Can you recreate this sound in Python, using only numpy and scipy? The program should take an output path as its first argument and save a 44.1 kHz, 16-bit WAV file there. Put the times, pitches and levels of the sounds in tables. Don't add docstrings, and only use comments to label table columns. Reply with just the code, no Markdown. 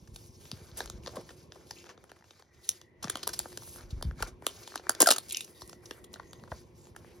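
import sys
import numpy as np
from scipy import signal
from scipy.fft import rfft, irfft
from scipy.io import wavfile
from scipy.ndimage import uniform_filter1d

SR = 44100
rng = np.random.default_rng(int(sys.argv[2]) if len(sys.argv) > 2 else 0)


def output_pcm(signal):
    pcm = np.clip(np.atleast_2d(signal).T, -1, 1) * 32767
    wavfile.write(sys.argv[1], SR, np.round(pcm).astype(np.int16))


N = 317520

# pitch in Hz, gain in dB.
AIR_COLOUR = [(120, -19.5), (150, -3.5), (232, -5.5), (346, -9.5), (500, -3.5), (700, -16), (1100, -13.5),
              (1300, -42), (2200, -25.5), (7000, -47.5)]
RUMBLE_COLOUR = [(18, -47), (30, -17.5), (44, -15), (65, -7.5), (103, -6), (178, -14.5), (260, -16),
                 (340, -36.5), (570, -120)]
# time in seconds, level in dB.
AIR_LEVEL = [(0.0, -67), (0.86, -64.5), (1.0, -61.5), (1.96, -66), (2.36, -79), (3.03, -67), (3.19, -62.5),
             (4.89, -66), (5.35, -65), (6.32, -62), (6.76, -65.5), (7.2, -63)]
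# time in seconds, level in dB.
ARMS = [(0.0, -59), (0.4, -57), (1.08, -53), (1.46, -61.5), (2.36, -69.5), (3.07, -61.5), (3.25, -57),
        (3.83, -56), (4.07, -49.5), (4.43, -57), (4.65, -63.5), (5.61, -63), (5.81, -59.5), (6.24, -59),
        (6.36, -56), (7.2, -58.5)]
# pitch in Hz, width in Hz, level in dB relative to the room air.
HUM = (354, 22, 2.5)
# start in seconds, end in seconds, level in dB.
WHISTLE = [(2.416, 3.293, -72.5), (4.504, 5.2, -81), (5.415, 6.548, -72)]
# start in seconds, peak in dB, nominal pitch in Hz.
THUMPS = [(.117, -43, 72), (0.441, -48, 99), (0.527, -35, 141), (0.613, -43, 112), (0.721, -45, 98),
          (0.804, -50, 88), (0.846, -40.5, 74), (0.937, -40.5, 78.5), (0.994, -41, 99), (1.176, -39.5, 197),
          (1.429, -50, 122), (3.044, -33, 185), (3.079, -43.5, 150), (3.151, -42, 235), (3.287, -52, 80),
          (3.398, -50, 94), (3.834, -42, 61), (3.926, -29, 75), (3.968, -32, 51), (4.049, -27, 100.6),
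          (4.067, -28.5, 64.5), (4.085, -30, 72.4), (4.117, -38, 101), (4.167, -44, 149),
          (4.216, -32.5, 63.3), (4.32, -48, 78), (4.757, -42.5, 282), (5.004, -27, 297), (5.1, -38, 245),
          (5.624, -47.5, 87.5), (6.515, -36.5, 100)]
# start in seconds, end in seconds, rustle level in dB,
# treble in dB relative to the rustle, bag body in dB relative to the rustle.
RUB_STROKES = [(0, 0.102, -72, -1, -8), (0.148, 0.273, -63.5, 1.5, -11), (0.33, 0.405, -69.5, 1, -24),
               (0.413, 0.487, -61, 0.5, -4), (0.517, 0.695, -61.5, -4, -1.5), (0.782, 0.805, -48, -4, -1.5),
               (0.857, 0.961, -64, -7, -2), (1.047, 1.214, -59.5, -4, -2), (1.271, 1.317, -62, -0.5, -2.5),
               (1.38, 1.43, -65, -3.5, -10), (1.534, 1.65, -67, -3.5, -1.5), (1.675, 1.835, -62.5, -3, -6),
               (1.856, 1.91, -66.5, -7, 9), (2, 2.205, -74.5, -4, 4.5), (2.256, 2.408, -69, -5, -0.5),
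               (2.45, 2.517, -82, -11, 9), (2.547, 2.654, -71, -4, 2), (2.648, 2.765, -58, -3, -10),
               (3.044, 3.244, -58, -6, 0.5), (3.284, 3.448, -56, 0, -5), (3.478, 3.555, -60.5, 3, -8),
               (3.618, 3.762, -57, 5.5, -12), (3.774, 3.818, -61, -23, 1), (3.898, 4, -69, -3.5, 2),
               (4.043, 4.083, -68, -1, 6), (4.206, 4.232, -52.5, -4, 4), (4.441, 4.467, -76, 12, 16),
               (4.468, 4.63, -57, -2.5, -4), (4.634, 4.76, -56, -5, -4), (4.839, 4.99, -63.5, -5, 6.5),
               (4.992, 5.15, -58.5, -2, 9), (5.234, 5.267, -59.5, 2, -6.5), (5.303, 5.423, -54, 0.5, -13),
               (5.48, 5.504, -64.5, 5, 2), (5.56, 5.727, -65, 2, -6), (5.838, 5.987, -69, 5.5, 4.5),
               (6, 6.057, -89, 5, 2), (6.118, 6.462, -72, -1.5, -2), (6.514, 6.589, -61, -3, -4),
               (6.666, 6.717, -79.5, 0.5, 3), (6.762, 6.889, -69.5, 0.5, -4), (6.97, 7.195, -70, -1.5, 0)]
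# start in seconds, end in seconds, first pitch in Hz,
# last pitch in Hz, width of each resonator pass in Hz, level in dB.
SCRAPES = [(0.187, 0.402, 5640, 5700, 1500, -66.5), (1.111, 1.233, 600, 448, 500, -49.5),
           (1.752, 1.843, 2540, 2470, 700, -60.5), (1.77, 1.812, 6800, 6740, 900, -61),
           (2.625, 2.667, 4300, 4300, 1210, -61.5), (3.798, 3.86, 2030, 2630, 500, -68),
           (5.287, 5.444, 2470, 2700, 497, -50.5), (5.29, 5.42, 3600, 3800, 1200, -59),
           (5.54, 5.598, 3700, 3820, 400, -67), (5.54, 5.65, 4600, 4830, 450, -68),
           (5.6, 5.642, 5550, 5560, 500, -56), (6.22, 6.436, 6500, 6370, 503, -68.5),
           (6.525, 6.624, 4400, 5040, 1000, -68), (6.753, 6.915, 7300, 7130, 905, -65.5),
           (7.023, 7.164, 2300, 2300, 1800, -68.5)]
# pitch in Hz, gain in dB.
RUSTLE_COLOUR = [(1500, -30), (2300, -8), (3200, -5), (5000, 0), (6300, -1), (7400, -2), (8500, -13),
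                 (11000, -30)]
SHEEN_COLOUR = [(6000, -30), (7000, -5), (7800, 0), (10000, -3), (13000, -8), (15000, -5), (16200, -6)]
BAG_COLOUR = [(350, 6), (600, -1.5), (1000, -5), (1600, -3), (1900, -7.5), (2400, -4.5)]
# time in seconds, film energy in dB s, film pitch in Hz,
# bag body in dB relative to the film, body pitch in Hz, treble in dB relative to the film, nominal length in ms.
SNAPS = [(0.075, -82.5, 5900.0, -0.5, 700, -4, 3.2), (0.161, -69.0, 4200.0, -11, 950, 0, 2),
         (0.454, -77.5, 2300.0, -4, 1600, -14, 2.4), (0.5159, -60, 4700.0, -10.5, 1040, -6.5, 0.6),
         (0.7158, -81, 3300.0, -6, 660.0, -27, 0.51), (0.773, -68.5, 5500.0, -4, 930, 11, 16),
         (0.8049, -60.5, 3800.0, 5, 817, -7, 1.8), (0.8586, -71, 6500.0, 0, 1620, 1, 1),
         (0.876, -74, 4100.0, -2, 450.0, -20.0, 1.3), (0.8995, -65, 6500.0, -4, 590, 0.5, 0.9),
         (1.036, -81, 2700.0, -21, 900.0, -15.0, 0.6), (1.062, -67.5, 4100.0, -1.5, 870, -18, 0.79),
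         (1.0722, -65, 4000.0, -1, 554, -15, 0.66), (1.076, -66, 4500.0, 6, 570, -12, 2.9),
         (1.092, -80, 4500.0, 9, 525.0, -3, 1.7), (1.157, -73, 4460, 1, 900, 3.5, 9.6),
         (1.167, -75.5, 3400, 19, 530, -7, 4), (1.186, -91.5, 4500.0, 27, 435, -12.0, 15),
         (1.2913, -75.5, 2700.0, 4, 880, -8, 3.5), (1.304, -77.5, 2700.0, 4, 640, -9, 6.8),
         (1.5215, -70.5, 4700.0, -4, 740, -25, 0.79), (1.5571, -87.5, 4800.0, 15, 544, -1.0, 5.7),
         (1.709, -61.5, 5300.0, -4.5, 888, -9, 2.4), (1.785, -76.5, 3300.0, -22, 900.0, -13, 4.3),
         (1.842, -80.5, 2500.0, 1, 1540.0, -12.0, 0.85), (1.856, -88, 2300, 1, 1500, -7, 0.91),
         (1.8622, -82, 2300.0, 0, 900.0, -8.0, 0.37), (1.8663, -79.5, 2300.0, 3, 1000, -19.0, 5.8),
         (1.8925, -75, 2300, 0.5, 1410, -9, 1.7), (1.897, -74, 2300.0, 3, 1620, -11, 14),
         (1.977, -84.5, 3900.0, 6, 635, -21, 1.8), (2.04, -88.5, 2300.0, 11, 2030, 7, 1.9),
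         (2.094, -80.5, 2300.0, 2, 2020, -9, 10), (2.117, -79.5, 2300.0, 9.5, 740, -1, 0.59),
         (2.161, -89, 2300.0, 7.5, 1850, -2, 9.9), (2.189, -92, 2300.0, 0, 1700.0, -12, 2.2),
         (2.209, -94, 2300.0, 9, 1600.0, -9.0, 2.3), (2.224, -98, 2300.0, 16.5, 874, -13, 1.1),
         (2.2418, -88, 2600.0, 5, 1420, -31.0, 3.1), (2.308, -75.5, 3600.0, -3, 970, -19, 1.4),
         (2.396, -86.5, 4300.0, 8, 550, 2, 4.6), (2.4237, -82.5, 4200.0, 3, 796, -13, 0.65),
         (2.6914, -47, 6000.0, -24.5, 1410, 3, 0.91), (2.8149, -74.5, 3600.0, -4, 490, -9, 1.3),
         (3.0266, -77, 2300, 3, 1090, -7, 0.7), (3.028, -63.5, 6400.0, -7, 1070, 0.5, 7.3),
         (3.039, -73, 2280, 6, 1340, -11.5, 0.7), (3.0427, -59.5, 5400.0, 0, 1180, -7, 2.8),
         (3.053, -79, 2300.0, 9, 620.0, 3, 2.7), (3.0736, -84.5, 5300.0, 20, 760, 0.0, 1.7),
         (3.082, -68, 2300.0, -4, 1500.0, -12.0, 0.95), (3.0984, -57, 3300.0, -1.5, 1330, 7, 2.6),
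         (3.1558, -59, 3300.0, 1, 575, -6, 1.7), (3.171, -70, 3000, 0.5, 510, 2, 2),
         (3.194, -75, 3000.0, -6, 840.0, -10, 0.96), (3.231, -58, 4400.0, -8.5, 1160, -6, 5.8),
         (3.2718, -64.5, 4700.0, 6.5, 1070, 1, 1.6), (3.2759, -57, 5200.0, -3, 473, 6.5, 1),
         (3.291, -62, 5700.0, -0.5, 1530, -1, 3.9), (3.3331, -58, 5300.0, -11, 1440, -0.5, 10.5),
         (3.3919, -58, 4700.0, -12, 804, 9, 0.7), (3.399, -69, 5500.0, 2, 765, -5, 2.3),
         (3.432, -88, 5400.0, 0, 1660.0, -4, 2.0), (3.457, -88.5, 5600.0, 25.5, 650, 1.0, 2.3),
         (3.52, -82, 4200.0, 1, 880, -9.0, 1.1), (3.528, -82, 4700.0, 6, 875, -9.0, 1.2),
         (3.5742, -62, 6800.0, -3.5, 1200, -1, 1.8), (3.622, -86.5, 7100.0, 12.5, 1000.0, -9.0, 0.88),
         (3.633, -77, 4800.0, -1, 448, -2, 2.8), (3.675, -84, 4100.0, 7, 1200.0, -9.0, 2.5),
         (3.76, -76.5, 6200.0, 3, 1160, -6, 0.57), (3.786, -80, 5400.0, -3, 1320, -7, 1.2),
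         (3.809, -79, 4400.0, 3, 1490, -13, 1.6), (3.906, -72, 4100.0, -10, 590, -6, 10),
         (4.0118, -92, 5000.0, 21, 670, 8, 0.89), (4.026, -60.5, 4800.0, 0, 506, -2, 1.1),
         (4.111, -83.5, 2300.0, 15, 1350, -22, 0.66), (4.2043, -78.5, 4400.0, 16, 417, -16, 0.87),
         (4.225, -57.5, 2300.0, 5.5, 1400, 2.5, 2.6), (4.23, -71.5, 3100.0, 15.5, 930, -34, 0.76),
         (4.273, -71.5, 6100.0, 0.5, 601, 1, 16), (4.423, -86.5, 2300.0, 18.5, 414, 3, 1.5),
         (4.467, -51.5, 3200.0, -2, 598, 4, 0.86), (4.6759, -67.5, 3200.0, -2.5, 930, -4, 1.8),
         (4.7208, -86.5, 3300.0, 15, 1500.0, -8, 1), (4.741, -89, 5100.0, 19, 1590.0, -10.0, 1.2),
         (4.7572, -61.0, 5100.0, 5, 1570, 1.5, 1.9), (4.777, -65.5, 4000.0, -13, 1680.0, -25.5, 0.79),
         (4.796, -83, 2300.0, 13, 1250, -12.5, 2.4), (4.8683, -81, 2300.0, 17.5, 1430, -9, 1.2),
         (4.8945, -52, 4500.0, 4, 1460, 9.5, 1.7), (4.9059, -66.5, 4400.0, 6, 1130, -15, 0.72),
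         (4.95, -66.5, 4100.0, -3, 1610, -3.5, 2.3), (5.0042, -48.5, 5400.0, 1, 523, 10, 3.3),
         (5.01, -54.5, 5400.0, 5, 390, 3.5, 1), (5.011, -62, 5340, 9, 1580, 1, 28),
         (5.0136, -47.5, 5400.0, -10, 524, -1.5, 1.5), (5.0166, -49.5, 5800.0, -8, 550, 3.5, 1.2),
         (5.02, -45.5, 5300.0, -7.5, 570, 15, 0.43), (5.026, -53, 5300.0, -6, 445, 1.5, 1),
         (5.026, -55, 6900.0, 10.5, 320, -3, 1.1), (5.0282, -57.5, 5600.0, 0.5, 330, 7, 3.6),
         (5.06, -59, 3000.0, 10.5, 1570, 7.5, 4), (5.0709, -44, 5000.0, 4, 687, 4, 5.3),
         (5.084, -62.5, 6500.0, 1, 1550, -4, 1.5), (5.088, -46.5, 4200.0, 4, 630, 2.5, 3.1),
         (5.1059, -43.5, 4500.0, -10.5, 795, 2.5, 0.56), (5.1094, -56, 4600.0, -9.5, 695, -5, 0.45),
         (5.1095, -43.5, 4400.0, -5, 670, -2.5, 0.46), (5.1135, -43.5, 3000.0, -16.5, 650.0, 6, 0.9),
         (5.1206, -50.5, 4600.0, -2, 626, 1.5, 0.9), (5.1242, -52.5, 5100.0, -6.5, 1310, 1, 1.1),
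         (5.135, -64.5, 6500.0, -9, 570, 8, 3.2), (5.162, -58.5, 6700.0, -2, 1304, 1.5, 4.8),
         (5.183, -58, 4100.0, -6, 1250, 5, 2.7), (5.285, -78.5, 6800.0, -24, 430.0, 5, 1.2),
         (5.293, -73, 6400.0, -19, 430.0, 6, 1.6), (5.298, -69, 3600.0, -20, 460.0, 5.5, 3.6),
         (5.309, -61.5, 3300.0, -29, 810.0, -3, 2.3), (5.3239, -66.5, 3600.0, -18, 1007.0, 11, 0.39),
         (5.327, -69, 4000.0, -12, 480, 12.5, 3), (5.3465, -53, 2800.0, -29, 1900, -25, 1.8),
         (5.3704, -53, 6600.0, -32, 400.0, -3, 1.5), (5.3736, -81, 6500.0, -30.0, 400.0, 19, 0.91),
         (5.408, -60, 2800.0, -19.5, 1260.0, -1.5, 1.0), (5.4125, -79.5, 2800.0, -18, 1890.0, 14.5, 1.1),
         (5.445, -72, 5600.0, -23, 372.0, 2.5, 4), (5.478, -84, 2600, 1, 1310, -9, 1.7),
         (5.61, -80, 4800.0, -13, 406, 6, 3.9), (5.6193, -70, 4300.0, 2.5, 485, -1, 1.7),
         (5.677, -84, 5600.0, -18, 500.0, 10, 1.2), (5.695, -73.5, 5600.0, -4, 470.0, 2, 2.1),
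         (5.73, -74, 6500.0, 2.5, 600, -10, 2.3), (5.857, -71, 6000.0, -14, 495, -3.5, 6.3),
         (5.91, -64, 2300.0, 2.5, 1260, -6, 1.5), (6.042, -77.0, 3400.0, -6, 500.0, 5, 5.7),
         (6.131, -84, 6600, -20, 884, 9, 2.9), (6.138, -79, 5600, -1, 1050, 7, 2),
         (6.1413, -66.5, 3900, -11, 1110, -6, 0.41), (6.1586, -87.5, 3600.0, 16.5, 650, 5, 3.1),
         (6.17, -92, 3500, 10, 1350, -12, 2), (6.1973, -80, 3500.0, 17.5, 1080, -20, 3.1),
         (6.231, -89, 3500.0, 9, 414, -22.0, 3.5), (6.3321, -72.5, 4100.0, -2, 1080, -1, 1.1),
         (6.397, -87.5, 2300.0, 6, 500.0, -15.0, 2.7), (6.4377, -83, 4000.0, 10.5, 1140, -23.0, 0.32),
         (6.476, -88.5, 3500, 14, 913, -10, 6.2), (6.5179, -79, 2800.0, 19.5, 980, -17, 1.1),
         (6.521, -84.5, 2300.0, 20.5, 1280, -15.0, 0.26), (6.5223, -85.5, 2300.0, 26, 604, -12, 2.2),
         (6.8545, -85, 7100.0, -6, 370.0, -14, 0.73), (6.87, -87, 2300.0, 7, 468, -5, 1.0),
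         (6.95, -106, 2300.0, 23, 1600.0, -10.0, 0.84), (6.9632, -77, 2300.0, 8, 1470, 5.5, 2.5),
         (7.046, -97, 2300.0, 20.5, 860, -1, 1.1)]
# pitch in Hz, gain in dB.
FILM_COLOUR = [(1500, -26), (2300, -10), (2800, -3), (5000, 0), (6300, -1), (7200, -2), (8200, -24)]
SNAP_TREBLE = [(6000, -18), (7000, -1), (8200, 2), (10000, -5), (13000, -12), (15300, -8), (16200, -9)]
POP_COLOUR = [(200, -12), (320, -1.5), (600, -2), (1000, -2), (1450, -2), (1750, -1), (2050, -6.5),
              (2600, -37)]
# pitch in Hz, gain in dB.
ECHO_COLOUR = [(300, -4), (1500, -6), (3000, 0), (15000, 0)]
# pitch in Hz, time to fall by 60 dB in seconds.
ECHO_T60 = [(300, 0.11), (2000, 0.2), (6000, 0.095), (15000, 0.1)]
# pitch in Hz, lead of the left port in radians.
PORT_PHASE = [(0, 0), (2000, .2), (5300, .5), (6200, -.4), (7600, -3.1), (8800, -3.3), (10500, -6.1),
              (12600, -6.5), (14000, -9.4), (16900, -9.6)]
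# pitch in Hz, left minus right in dB.
PORT_BALANCE = [(60, -.5), (180, -.5), (550, -1.5), (1200, 1), (2500, 2), (4970, 1.5), (8500, -1),
                (15000, 0)]
# pitch in Hz, gain in dB.
UNLIKE = [(60, -7), (300, -17), (700, -12), (1300, -11), (2400, -8), (5000, -11), (8000, -17), (15000, -14)]

LUMPY_DB = 3.8
WHISTLE_HZ, WHISTLE_WIDTH = 1935, 190
TABLE_T60_S, TABLE_DAMPING = .085, 1.1
GRIP_DB_PER_S, EASE_DB_PER_S = 486, 219
GRAINY = .33
RISE_MS, RISE_SHARE = 0.92, 0.026
FILM_WIDTH_HZ, FILM_RING = 1900, 1.1
BAG_WIDTH, QUICK_WIDTH = 0.65, 1.05
STEP_PUSH = 5
OVERTONE, OVERTONE_RING = 1.97, .9
BAG_TOP_HZ = 1750
DULL_FROM_DB, DULL_DB_PER_DB = 8, .5
BODY_NOISE = .35
BUZZ_FROM_DB, STEADY_MS = -65, 4
SPREAD, SPREAD_HZ = .055, 2000
ECHO_DB = -14.0
EDGE_HZ = 16300


def gain_of(db):
    return 10 ** (np.asarray(db) / 20)


def evened(x):
    return x / np.sqrt(np.mean(x ** 2) + 1e-20)


def unit(x):
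    return x / np.sqrt((x[0] ** 2).sum() / SR)


def peaked(x):
    return x / abs(x[0]).max()


def read(points, hz):
    f, value = np.transpose(points)
    return np.interp(np.log(hz + 1), np.log(f + 1), value)


def level_curve(rows):
    s, db = np.transpose(rows)
    return np.interp(np.arange(N) / SR, s, db)


def add(mix, s, sound):
    part = mix[:, round(s * SR):][:, :sound.shape[1]]
    part += sound[:, :part.shape[1]]


def coloured(x, points):
    hz = abs(np.fft.fftfreq(4096, 1 / SR))
    ends = [(points[0][0] / 2, -80)] + list(points) + [(points[-1][0] * 1.3, -80)]
    log_gain = np.log(gain_of(read(ends, hz)))
    taps = np.fft.ifft(np.exp(np.conj(signal.hilbert(log_gain)))).real[:2048]
    return signal.oaconvolve(x, taps[None], axes=1)[:, :x.shape[1]]


def resonate(x, hz, width):
    turn = np.exp(2j * np.pi * np.cumsum(hz * np.ones(x.shape[1])) / SR)
    r = np.exp(-np.pi * width / SR)
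    return 2 * (turn * signal.lfilter([1 - r], [1, -r], x / turn)).real


def resonate_twice(x, hz, width):
    return resonate(resonate(x, hz, width), hz, width)


def hiss(points, patchy_db, flicker_db):
    hz, t, z = signal.stft(rng.standard_normal((2, N)), SR, nperseg=256)
    patches = rng.standard_normal(z.shape[1:])
    patches = uniform_filter1d(patches, size=5, axis=0)
    patches = evened(uniform_filter1d(patches, size=25, axis=1))
    flicker = evened(uniform_filter1d(rng.standard_normal(len(t)), size=4))
    z = z * gain_of(patchy_db * patches + flicker_db * flicker)
    noise = signal.istft(z, SR, nperseg=256)[1][:, :N]
    return evened(coloured(noise, points))


def table_rumble():
    return gain_of(level_curve(ARMS)) * hiss(RUMBLE_COLOUR, 0, LUMPY_DB)


def room_air():
    hz, width, hum_db = HUM
    air = hiss(AIR_COLOUR, 1.3, 0.26) * gain_of([[0], [9]])
    drone = evened(resonate(rng.standard_normal((2, N)), hz, width))
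    return gain_of(level_curve(AIR_LEVEL)) * (air + gain_of(hum_db) * drone)


def narrow_hiss():
    swell = np.zeros((1, N))
    for start, end, db in WHISTLE:
        fade = signal.windows.tukey(round((end - start) * SR), .3)
        add(swell, start, gain_of(db) * fade[None])
    return swell * evened(resonate_twice(rng.standard_normal((2, N)), WHISTLE_HZ, WHISTLE_WIDTH))


def thumps():
    out, t = np.zeros((2, N)), np.arange(9000) / SR
    for s, db, hz in THUMPS:
        t60 = TABLE_T60_S * (100 / hz) ** TABLE_DAMPING
        turns = hz * (0.61 * t + 0.011 * (1 - np.exp(-t / 0.0058)))
        onset = np.sin(np.minimum(t / 0.0065, 1) * np.pi / 2) ** 2
        blow = onset * gain_of(-60 * (t / max(t60, .02)) ** 1.8)
        tone = blow * np.sin(2 * np.pi * turns)
        add(out, s, gain_of(db) * peaked(np.outer([1, .2], tone)))
    return out


def strokes():
    t, power = np.arange(0, N + 64, 64) / SR, 0
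    for start, end, db, treble_db, bag_db in RUB_STROKES:
        swell_db = GRIP_DB_PER_S * np.maximum(start - t, 0)
        fade_db = EASE_DB_PER_S * np.maximum(t - end, 0)
        level_db = db - swell_db - fade_db
        power = power + gain_of(level_db + np.array([[0], [treble_db], [bag_db]])) ** 2
    return [np.interp(np.arange(N) / SR, t, np.sqrt(p)) for p in power]


def scrapes(drag):
    out = np.zeros((2, N))
    for start, end, from_hz, to_hz, width, db in SCRAPES:
        stroke = drag[:, round(start * SR):round(end * SR)]
        hz = np.linspace(from_hz, to_hz, stroke.shape[1])
        sung = evened(resonate_twice(stroke, hz, width))
        add(out, start, gain_of(db) * sung * signal.windows.tukey(stroke.shape[1], .6))
    return out


def rustle():
    film_gain, treble_gain, bag_gain = strokes()
    clumps = gain_of(6.5 * evened(uniform_filter1d(rng.standard_normal(N), size=700)))
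    struck = rng.random(N) < 600 * clumps / SR
    size = gain_of(3.5 * np.minimum(rng.exponential(1, N), 5)) * struck
    ring = signal.lfilter([1], [1, -np.exp(-1 / (0.00026 * SR))], size)
    grains = ring * rng.standard_normal((3, 2, N))
    film = evened(hiss(RUSTLE_COLOUR, 1.7, 1.7) + GRAINY * evened(coloured(grains[0], RUSTLE_COLOUR)))
    sheen = evened(hiss(SHEEN_COLOUR, 2.2, 1.5) + .45 * evened(coloured(grains[1], SHEEN_COLOUR)))
    bag = evened(hiss(BAG_COLOUR, 2.5, 2.5) + .35 * evened(coloured(grains[2], BAG_COLOUR)))
    rubbed = film_gain * film + treble_gain * sheen + bag_gain * bag
    drag = rng.standard_normal((2, N)) * np.sqrt(clumps) + GRAINY * evened(grains[0])
    return rubbed + scrapes(drag)


def film_ring(excitation, hz):
    film = unit(coloured(excitation, FILM_COLOUR))
    return unit(film + FILM_RING * resonate_twice(film, hz, FILM_WIDTH_HZ))


def bag_ring(push, hz, body_db, steady):
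    body = coloured(push, POP_COLOUR)
    pitch = np.fft.rfftfreq(body.shape[1], 1 / SR)
    lag = SPREAD * (2 * np.sqrt(pitch) - pitch / np.sqrt(SPREAD_HZ))
    body = irfft(rfft(body) * np.exp(-2j * np.pi * lag), body.shape[1])
    width = hz * (QUICK_WIDTH + (BAG_WIDTH - QUICK_WIDTH) * steady)
    other_hz = hz * OVERTONE if hz * OVERTONE < BAG_TOP_HZ else hz / OVERTONE
    crisp = gain_of(-DULL_DB_PER_DB * max(body_db - DULL_FROM_DB, 0))
    main = resonate_twice(body, hz, width)
    other = resonate_twice(body, other_hz, width)
    ringing = main + OVERTONE_RING * crisp * other
    return unit(crisp * body * (1 - 0.45 * steady) + 1.9 * ringing)


def snaps():
    out, lead = np.zeros((2, N)), 400
    ms = (np.arange(1800) - lead) / SR * 1e3
    after = np.maximum(ms, 0)
    settle = .08 * np.exp(-after / 6)
    for s, db, hz, body_db, body_hz, treble_db, length in SNAPS:
        noise = rng.standard_normal((3, 2, len(ms)))
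        rise = RISE_MS + RISE_SHARE * length
        blunt = 1 + .5 * min(rise * length, 3)
        strain = np.exp(-(np.maximum(-ms, 0) / max(0.97 * rise, .05)) ** blunt)
        release = np.exp(-(after / max(1.3 * length, .1)) ** blunt)
        swing = ms * body_hz / 1e3 % 1
        chatter = 0.34 + np.exp(-swing / 1.3)
        burst = strain * (release + settle) * chatter
        jump = 10.0 / (1 + rise * length) * (ms == 0) * [[1], [.5]]
        film_push, treble_push = noise[:2] * burst + jump
        loud = np.clip((db + body_db - BUZZ_FROM_DB) / 10, 0, 1)
        steady = min(length / STEADY_MS, 1) ** 2 * loud
        steps = (np.diff(swing, prepend=0) < 0) * burst * [[1], [.5]]
        body_push = BODY_NOISE * noise[2] * burst + jump + STEP_PUSH * steady * steps
        film = film_ring(film_push, hz)
        treble = unit(coloured(treble_push, SNAP_TREBLE))
        body = bag_ring(body_push, body_hz, body_db, steady)
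        sound = film + gain_of(treble_db) * treble + gain_of(body_db) * body
        add(out, s - lead / SR, gain_of(db) * sound)
    return out


def echoes(x):
    taps = rng.standard_normal((2, SR // 3)) * (rng.random((2, SR // 3)) < .06)
    taps[:, :round(.004 * SR)] = 0
    hz, t, z = signal.stft(taps, SR, nperseg=128)
    fade_db = read(ECHO_COLOUR, hz)[:, None] - 60 * t / read(ECHO_T60, hz)[:, None]
    tail = signal.istft(z * gain_of(fade_db), SR, nperseg=128)[1]
    return signal.oaconvolve(x[:1], tail / np.linalg.norm(tail[0]), axes=1)[:, :N]


def scene():
    background = table_rumble() + room_air() + narrow_hiss()
    near = snaps()
    return background + thumps() + rustle() + gain_of(ECHO_DB) * echoes(near) + near


def record(dry):
    hz = np.fft.rfftfreq(N, 1 / SR)
    bass_cut = 1 / (1 + (32 / (hz + 1)) ** 4)
    same, unlike = rfft(dry, axis=1) * bass_cut
    unlike = unlike * gain_of(read(UNLIKE, hz))
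    tilt = gain_of(read(PORT_BALANCE, hz) / 2)
    left = (same + unlike) * tilt * np.exp(1j * read(PORT_PHASE, hz))
    right = (same - unlike) / tilt
    ports = irfft(np.array([left, right]), N, axis=1)
    ports = ports / (1 + abs(ports / .72) ** 4) ** .25
    band = signal.firwin(511, EDGE_HZ, window=("kaiser", 10), fs=SR)
    return signal.oaconvolve(ports, band[None], "same")


dry = scene()
out = record(dry)
output_pcm(out)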